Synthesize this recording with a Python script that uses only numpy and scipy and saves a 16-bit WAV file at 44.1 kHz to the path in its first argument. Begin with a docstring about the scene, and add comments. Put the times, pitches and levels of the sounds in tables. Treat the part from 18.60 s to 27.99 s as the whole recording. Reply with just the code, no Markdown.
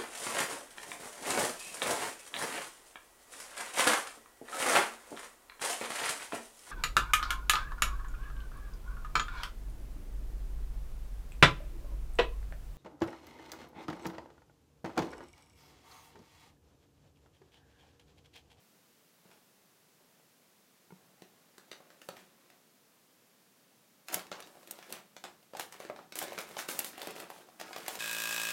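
"""Paper crackles and booms: two cats scuffle in and on a big paper bag on a carpet, first a few paw steps,
then heavy crumpling. Creases snap as spiky noise bursts, panels pop as damped sines and flaps of noise,
and countless tiny folds rustle between them as short ticks. Paws and bodies bump the bag like a dull drum.
The air in the bag colours the paper with resonances; a small furnished room answers with an echo and
a decaying noise tail. Steady filtered noise makes the room air and microphone hiss."""
import sys
import numpy as np
from scipy import signal
from scipy.fft import rfft, irfft, next_fast_len
from scipy.io import wavfile

SR = 44100
rng = np.random.default_rng(int(sys.argv[2]) if len(sys.argv) > 2 else 0)


def log_audio(samples):
    """Write samples as a 16-bit WAV file to the path given in sys.argv[1]."""
    # one column per channel
    frames = np.atleast_2d(samples).T
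    # limit to full scale, then quantise
    limited = np.clip(frames, -1, 1)
    pcm = np.round(limited * 32767).astype(np.int16)
    wavfile.write(sys.argv[1], SR, pcm)


N = 414099  # length in samples


def amp(db):
    """Decibels to gain."""
    return 10 ** (np.asarray(db) / 20)


def unit(x):
    """x at rms 1."""
    return x / np.sqrt(np.mean(x ** 2) + 1e-20)


def along(points, hz):
    """Curve of (f/Hz, value) points, read on a log frequency axis."""
    f, v = np.transpose(points)
    return np.interp(np.log(hz + 1), np.log(f + 1), v)


def filtered(x, response):
    """x times a complex response of frequency."""
    m = next_fast_len(N + SR // 2)
    spectrum = rfft(x, m) * response(np.fft.rfftfreq(m, 1 / SR))
    return irfft(spectrum, m)[:N]


def band(x, lo_hz, hi_hz, order=2):
    """Causal band-pass."""
    edges = [lo_hz, min(hi_hz, SR / 2 - 1000)]
    return signal.lfilter(*signal.butter(order, edges, "band", fs=SR), x)


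def add(track, s, x):
    """Mix x into the track at time s in seconds."""
    i = max(round(s * SR), 0)
    track[i:i + len(x)] += x[:max(len(track) - i, 0)]


def hiss(level_db=-66):
    """Room air and microphone hiss: steady noise shaped in frequency."""
    # hiss spectrum: (f/Hz, relative density/dB)
    hiss_curve = [(25, -7), (60, -28), (100, -9), (170, -0.5), (220, -1), (330, -5), (500, -5.5),
                  (800, -9.5), (1400, -11.5), (3000, -14), (6000, -15), (8500, -17), (12000, -16.5),
                  (15800, -18)]
    noise = filtered(rng.standard_normal(N), lambda hz: amp(along(hiss_curve, hz)))
    return amp(level_db) * unit(noise)


def room(x, ceiling_s=0.016, ceiling_db=-11, build_s=0.00079):
    """The room's answer to x: a ceiling echo and a noise tail, drawn anew at each call."""
    # how long the furnished room rings: (f/Hz, t60/s)
    decay = [(150, 1.42), (400, 0.2), (1000, 0.354), (2800, 0.2533), (7300, 0.26), (15000, 0.23)]
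    # tone of the tail: (f/Hz, relative level/dB)
    colour = [(100, -4), (500, 2.5), (2500, 1), (7000, 2.5), (15000, 2)]
    hz, t, z = signal.stft(rng.standard_normal(SR // 3), SR, nperseg=256)
    gain = amp(along(colour, hz)[:, None] - 60 * t / along(decay, hz)[:, None])
    tail = signal.istft(z * gain, SR, nperseg=256)[1]
    tail = tail * (1 - np.exp(-np.arange(len(tail)) / SR / build_s))
    tail = tail / np.linalg.norm(tail)
    tail[round(ceiling_s * SR)] += amp(ceiling_db)
    return signal.fftconvolve(x, tail)


def bumps():
    """A padded blow on the taut bag sets its low modes going: a dull, short drum note of damped sines."""
    # soft bumps of paws and bodies: (t/s, level/dB, brightness/dB per octave above the lowest mode)
    blows = [(0.655, -57, 4), (0.692, -60, 4), (0.735, -67, 3), (2.3061, -61, 11), (2.323, -46, 3),
             (2.6204, -56.5, -2), (3.489, -57, 0), (5.555, -45, -1), (8.472, -46, -1)]
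    # low modes of the bag, before the band-pass: (f/Hz, relative level/dB, t60/s)
    modes = [(180.6, 2.5, 0.094), (394, -0.5, 0.023), (890, -13, 0.026), (1400, -27, 0.034),
             (2180, -38, 0.036)]
    out, t = np.zeros(N), np.arange(SR // 4) / SR
    for s, db, tilt_db in blows:
        note = np.zeros(len(t))
        for hz, level, t60 in modes:
            mode_db = db + level + tilt_db * np.log2(hz / modes[0][0])
            note += amp(mode_db - 60 * t / t60) * np.sin(2 * np.pi * hz * t)
        note = band(note, 135, 3000)  # the bag is too small to radiate deep bass
        add(out, s, note)
        add(out, s, amp(-10) * room(note))
    return out


def hollow(x, db):
    """The air in the bag rings along with the paper: a sum of resonances beside the direct sound."""
    # air resonances in the open bag: (f/Hz, width/Hz, level over the direct sound/dB)
    resonances = [(183, 23, 1), (343, 44, -4.5), (572, 27, -8), (748, 37, -6), (1350, 1500, -13),
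                  (3700, 190, -18), (11500, 800, -17)]

    def response(f):
        """Direct sound plus one second-order band-pass for each resonance."""
        ring = sum(amp(level) * 1j * f * w / (hz * hz - f * f + 1j * f * w) for hz, w, level in resonances)
        return 1 + ring
    return amp(db) * filtered(x, response)


def load(attack_s=0.0098):
    """Gains of flexing, crinkle and fizz: each push rises quickly, holds, and lets the paper settle."""
    # a paw or body pushes the paper, levels ahead of the rustle mix:
    # (start t/s, length/s, crinkle level/dB, brightness = fizz over crinkle/dB, flexing panels level/dB)
    pushes = [(0.64, 0.067, -76, -4, -71), (0.7, 0.05, -69, -6, -69.5), (1.355, 0.1, -84, -12, -74),
              (2.33, 0.7, -78, -16, -75), (2.97, 0.45, -75, -8, -72), (3.41, 0.044, -68, 3, -68),
              (3.486, 0.13, -64, -5, -65.5), (3.66, 0.29, -75.5, -14, -73), (5.464, .02, -68, 7, -67.5),
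              (5.48, 0.046, -51, -6, -54), (5.52, 0.013, -43, 4, -43), (5.715, .1, -57.5, -12.5, -56),
              (5.844, 0.28, -70.5, 2.5, -69), (6.064, 0.26, -64.5, -1.5, -61.5),
              (6.291, 0.022, -61, 3, -54.5), (6.326, 0.021, -51.5, -2, -57),
              (6.634, 0.03, -62.5, -9, -56.5), (6.93, 0.05, -60, -12, -55.5), (6.984, 0.042, -56, 4.5, -62),
              (7.112, 0.033, -57, -4, -58), (7.187, 0.055, -55.5, -5.5, -59),
              (7.279, 0.14, -65.5, -18, -61.5), (7.552, 0.079, -49, 3.5, -51),
              (7.658, 0.16, -54.5, -6, -53.5), (7.776, 0.027, -50, 1, -52), (7.863, 0.12, -57.5, -2, -59),
              (7.974, 0.024, -45.5, 2.5, -50), (8.079, 0.029, -44, 5.5, -48), (8.133, .1, -53.5, 3, -55),
              (8.239, 0.025, -51.5, 9, -59), (8.321, 0.092, -55, -12, -56.5), (8.388, 0.12, -51, -5, -53.5),
              (8.546, 0.078, -53, -2.5, -53.5), (8.685, .13, -60, -2, -61), (8.86, 0.13, -71.5, 0, -68.5),
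              (8.99, .035, -51.5, -9, -51), (9.052, 0.14, -55.5, -6, -57), (9.165, 0.1, -53.5, -4, -57),
              (9.273, 0.077, -49, 1, -50.5)]
    # settling after a push, the smallest folds first: flexing, crinkle, fizz (fall/dB per s)
    release = [195, 227, 361]
    t = np.arange(0, N / SR, .001)  # 1 ms control steps
    power = np.zeros((3, len(t)))
    for s, length, crinkle_db, bright_db, flex_db in pushes:
        levels = np.array([[flex_db], [crinkle_db], [crinkle_db + bright_db]])
        settled = np.outer(release, np.maximum(t - s - length, 0))
        attack = np.clip((t - s) / attack_s, 0, 1)
        power += (attack * amp(levels - settled)) ** 2
    return np.array([np.interp(np.arange(N) / SR, t, np.sqrt(p + 1e-12)) for p in power])


def folds(per_s, hz, octaves, cycles, spread_db=5):
    """Tiny folds buckle at random moments, each a damped tick of its own size and pitch."""
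    chance = rng.standard_normal((int(per_s * N / SR), 2))
    start = rng.integers(N, size=len(chance))
    pitch = np.minimum(hz * 2 ** (octaves * chance[:, :1]), SR / 2 - 4000)
    k = np.arange(int(5 * cycles * SR / hz))
    turns = pitch * k / SR
    size = amp(spread_db * np.minimum(chance[:, 1:], 2)) * np.sqrt(pitch / hz)
    ticks = size * np.sin(2 * np.pi * turns) * turns * np.exp(-2 * turns / cycles)
    positions = start[:, None] + k
    return unit(np.bincount(positions.ravel(), ticks.ravel(), N)[:N])


def rustle(gains, direct_db=-2, room_db=-5, puff_db=-23):
    """Folds of three sizes crinkle as the cats push, while fur and paper rub in the same range."""
    # flexing panels, crinkle, fizz:
    # (folds/s, middle f/Hz, pitch spread/octaves, life/cycles, rubbing noise level/dB)
    fold_sizes = [(252, 560, 0.63, 1.29, -6), (688, 2180, 0.79, 0.83, -7), (2630, 8600, 0.28, 0.61, -2.5)]
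    dry, wet = np.zeros(N), np.zeros(N)
    for gain, (per_s, hz, octaves, cycles, rub_db) in zip(gains, fold_sizes):
        rub = unit(band(rng.standard_normal(N), hz / 2, hz * 2))
        ticks = band(folds(per_s, hz, octaves, cycles), hz / 4, hz * 4)
        dry += gain * unit(ticks + amp(rub_db) * rub)
    for i in range(0, N, SR // 3):  # a new room tail for every third of a second
        add(wet, i / SR, room(dry[i:i + SR // 3]))
    puff = gains[0] * unit(band(rng.standard_normal(N), 27, 51))  # flexing panels pump air out of the bag
    return amp(direct_db) * dry + amp(room_db) * wet + amp(puff_db) * puff


def lesser_snaps(gains, quiet_db=-80, count=600):
    """Creases give way at random under load, following the strength and brightness of the push."""
    per_s = 20  # chances of a snap per second
    crack_over_crinkle_db, pop_over_flex_db, scatter_db = -1, -2, 2.5
    panel_hz, panel_octaves = 640, 0.32  # middle pitch of the pops and its spread
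    times = np.cumsum(rng.exponential(size=count)) / per_s
    chance = np.clip(rng.standard_normal((count, 2)), -2, 2)
    rows = []
    for s, (size, pitch) in zip(times[times < (N - 1) / SR], chance):
        flex_db, crinkle_db, fizz_db = 20 * np.log10(gains[:, int(s * SR)])
        if crinkle_db > quiet_db:
            extra_db = scatter_db * size
            crack_db = crinkle_db + crack_over_crinkle_db + extra_db
            pop_db = flex_db + pop_over_flex_db + extra_db
            rows.append((s, crack_db, fizz_db - crinkle_db, pop_db, panel_hz * 2 ** (panel_octaves * pitch)))
    return rows


def crack(t, rise_s, t60, flutter_db, flutter_t60, spiky_db, click_db):
    """A crease starts to give, lets go with a click and spiky burst at t = 0, and the sheet flutters briefly."""
    spikes = rng.standard_normal(len(t)) * amp(spiky_db * rng.standard_normal(len(t)))
    spikes[np.argmin(np.abs(t))] = amp(click_db)
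    late = np.maximum(t, 0)
    rise = np.exp(np.minimum(t, 0) / rise_s)
    fall = amp(-60 * late / t60) + amp(flutter_db - 60 * late / flutter_t60)
    return spikes * rise * fall


def snaps(rows, buried=0.29):
    """Each crease cracks at its own pitch, and the panel beside it pops through with a few damped swings."""
    # a crease that faces outwards sounds brighter, higher and drier than one buried in the bag
    flat_crease_hz, octaves_per_db = 2720, .03  # pitch at brightness 0, and its rise
    thrown_db, drier_per_db = -4, 0.2256  # share thrown into the room at brightness 0, and its fall
    out, t = np.zeros(N), np.arange(-(SR // 250), SR // 25) / SR
    late = np.maximum(t, 0)

    def strike(x):
        """x scaled by its energy up to t = 5 ms, taken as an rms of 1 over 5 ms."""
        return x / np.sqrt(np.sum(x[t < 1 / 200] ** 2) * 200 / SR)

    for s, crack_db, bright_db, pop_db, panel_hz in rows:
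        crease_hz = flat_crease_hz * 2 ** (octaves_per_db * np.clip(bright_db, -20, 20))
        room_db = thrown_db - drier_per_db * bright_db
        # the panel swings at its pitch and flaps as noise
        swing = np.sin(2 * np.pi * panel_hz * late) * amp(-60 * late / 0.012) * rng.choice([-1, 1])
        swing = strike(band(swing, 158, 1700, order=1))
        flap = band(rng.standard_normal(len(t)) * (t > 0), 293, 990) * amp(-60 * late / 0.028)
        pop = amp(pop_db) * strike(swing + amp(-5.5) * strike(flap))
        # a crease buried in the bag shakes more paper than one that faces outwards
        shaken_db = buried * room_db
        burst = crack(t, rise_s=0.0007, t60=0.014, flutter_db=shaken_db - 3.5, flutter_t60=0.021,
                      spiky_db=1.3, click_db=15)
        burst = band(burst, crease_hz / 2.3, crease_hz * 1.78, order=1)
        mid = amp(crack_db) * strike(band(burst, 1070, 8000))
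        burst = crack(t, rise_s=0.00067, t60=0.011, flutter_db=shaken_db + 0.5, flutter_t60=0.041,
                      spiky_db=2.0, click_db=12.5)
        top = amp(crack_db + bright_db) * strike(band(burst, 6540, 14800))
        add(out, s + t[0], pop + mid + top)
        to_room = amp(shaken_db - 4.5) * pop + amp(room_db) * (mid + amp(-7.5) * top)
        add(out, s + t[0], room(to_room))
    return out


def scene():
    """The bag in its room, one channel."""
    # creases that buckle at known moments, from faint ticks to sharp cracks, ahead of the hollow of the bag:
    # (t/s, crack level/dB, brightness = fizz over crack/dB, panel pop level/dB, panel f/Hz)
    placed_snaps = [(0.7147, -60.5, -16, -66, 500), (1.5985, -80, -5, -64.5, 700),
                    (2.6211, -54.5, -7, -49, 403), (2.9817, -53, -5, -56.5, 430),
                    (3.1157, -43.5, -13, -47.5, 512), (3.129, -52.5, -10, -54, 600),
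                    (3.2039, -71, -8, -55, 570), (3.3036, -57, -15, -59.5, 580),
                    (3.4176, -52, -6, -56, 510), (3.4885, -44, -4.5, -39, 590), (3.568, -52, -9, -57, 740),
                    (3.902, -59, -6, -65, 730), (5.4849, -41.5, -5.5, -57, 710),
                    (5.5436, -33.5, 8, -41, 710), (5.5701, -53, -2, -41, 527), (5.5942, -45, -16, -55, 560),
                    (5.6683, -54.5, -8, -70, 400), (5.7166, -41, -14, -40, 560),
                    (5.7269, -45, -19, -47, 686), (5.8038, -48.5, -1.5, -62, 645),
                    (5.8251, -49.5, -10, -62, 720), (5.8728, -56.5, -5, -58, 650),
                    (5.9534, -66, -3, -56, 730), (5.9708, -70, -11, -53, 684), (6.0308, -60, -4, -59, 620),
                    (6.0748, -53.5, -1, -57.5, 590), (6.1107, -47, 11, -53, 724),
                    (6.1889, -53, -9, -50.5, 730), (6.227, -52, -25, -65, 640),
                    (6.3255, -40, 2, -48.5, 500), (6.5664, -47, -12.5, -49.5, 634),
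                    (6.6403, -43, -12, -45.5, 780), (6.6515, -48.5, -12, -49, 680),
                    (6.8288, -64.5, -4, -67, 573), (6.9353, -57, -13, -44, 560),
                    (6.9507, -52, -23, -41.5, 804), (6.97, -46, -3, -52, 552),
                    (6.9969, -36.5, -2, -38, 870), (7.009, -41.5, -6, -46, 740),
                    (7.1245, -48, -5, -65, 448), (7.2021, -49.5, -6, -42, 610),
                    (7.2506, -51, -17, -44.5, 424), (7.299, -59, -4, -35, 640), (7.362, -53, -18, -51, 770),
                    (7.3904, -77, -12, -46, 850), (7.5232, -44.5, -9, -51, 498),
                    (7.556, -45.5, 7, -46.5, 495), (7.589, -37, 5, -55, 810),
                    (7.6159, -42, -25, -39.5, 802), (7.6263, -44, 5, -38, 614), (7.6396, -45, 0, -42, 570),
                    (7.6818, -48, -13, -46, 620), (7.7214, -51, -13.5, -39.5, 674),
                    (7.7316, -48, -2.5, -49, 718), (7.779, -39.5, -19, -42.5, 444),
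                    (7.7876, -39.5, -5, -43.5, 735), (7.9113, -57, -4, -49, 450),
                    (7.9682, -42.5, -15, -39, 801), (7.9902, -36.5, -13, -43, 714),
                    (8.0002, -41, -12, -60, 710), (8.088, -37.5, -5, -37.5, 450),
                    (8.1914, -36.5, 10.5, -42, 551), (8.2032, -39, -5, -47, 630),
                    (8.2456, -40.5, 1.5, -49, 550), (8.3793, -47, -3, -46.5, 694),
                    (8.4176, -40, -6.5, -58, 533), (8.4302, -51, 3, -42.5, 875),
                    (8.4723, -43, -1.5, -38, 555), (8.5075, -48.5, -1, -58.5, 740),
                    (8.563, -48, -6, -46, 501), (8.6016, -44.5, -1.5, -46, 576),
                    (8.6248, -51, -21, -49.5, 684), (8.7022, -51.5, 1, -41, 958),
                    (8.8878, -69.5, -8, -53.5, 660), (8.9993, -45, -3.5, -51.5, 771),
                    (9.0127, -42.5, -6, -45, 700), (9.109, -65, -14, -46.5, 780),
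                    (9.131, -42.5, -14, -62, 710), (9.163, -41.5, -9, -40.5, 640),
                    (9.183, -48, -1, -45.5, 675), (9.2632, -44, -10, -59, 660),
                    (9.2816, -36, 2.5, -38, 770), (9.354, -42, -3, -48, 676), (9.3735, -56, -4, -45, 592)]
    gains = load()
    background = hiss() + bumps()
    paper = snaps(placed_snaps) + rustle(gains) + snaps(lesser_snaps(gains))
    return (hollow(paper, db=-1.5) + background)[None]


def record(dry, low_hz=90, top_hz=16200):
    """A small microphone thins the bass and keeps nothing above its band limit."""
    thin = signal.lfilter(*signal.butter(1, low_hz, "high", fs=SR), dry[0])
    return filtered(thin, lambda hz: hz < top_hz)[None]


dry = scene()
out = record(dry)
log_audio(out)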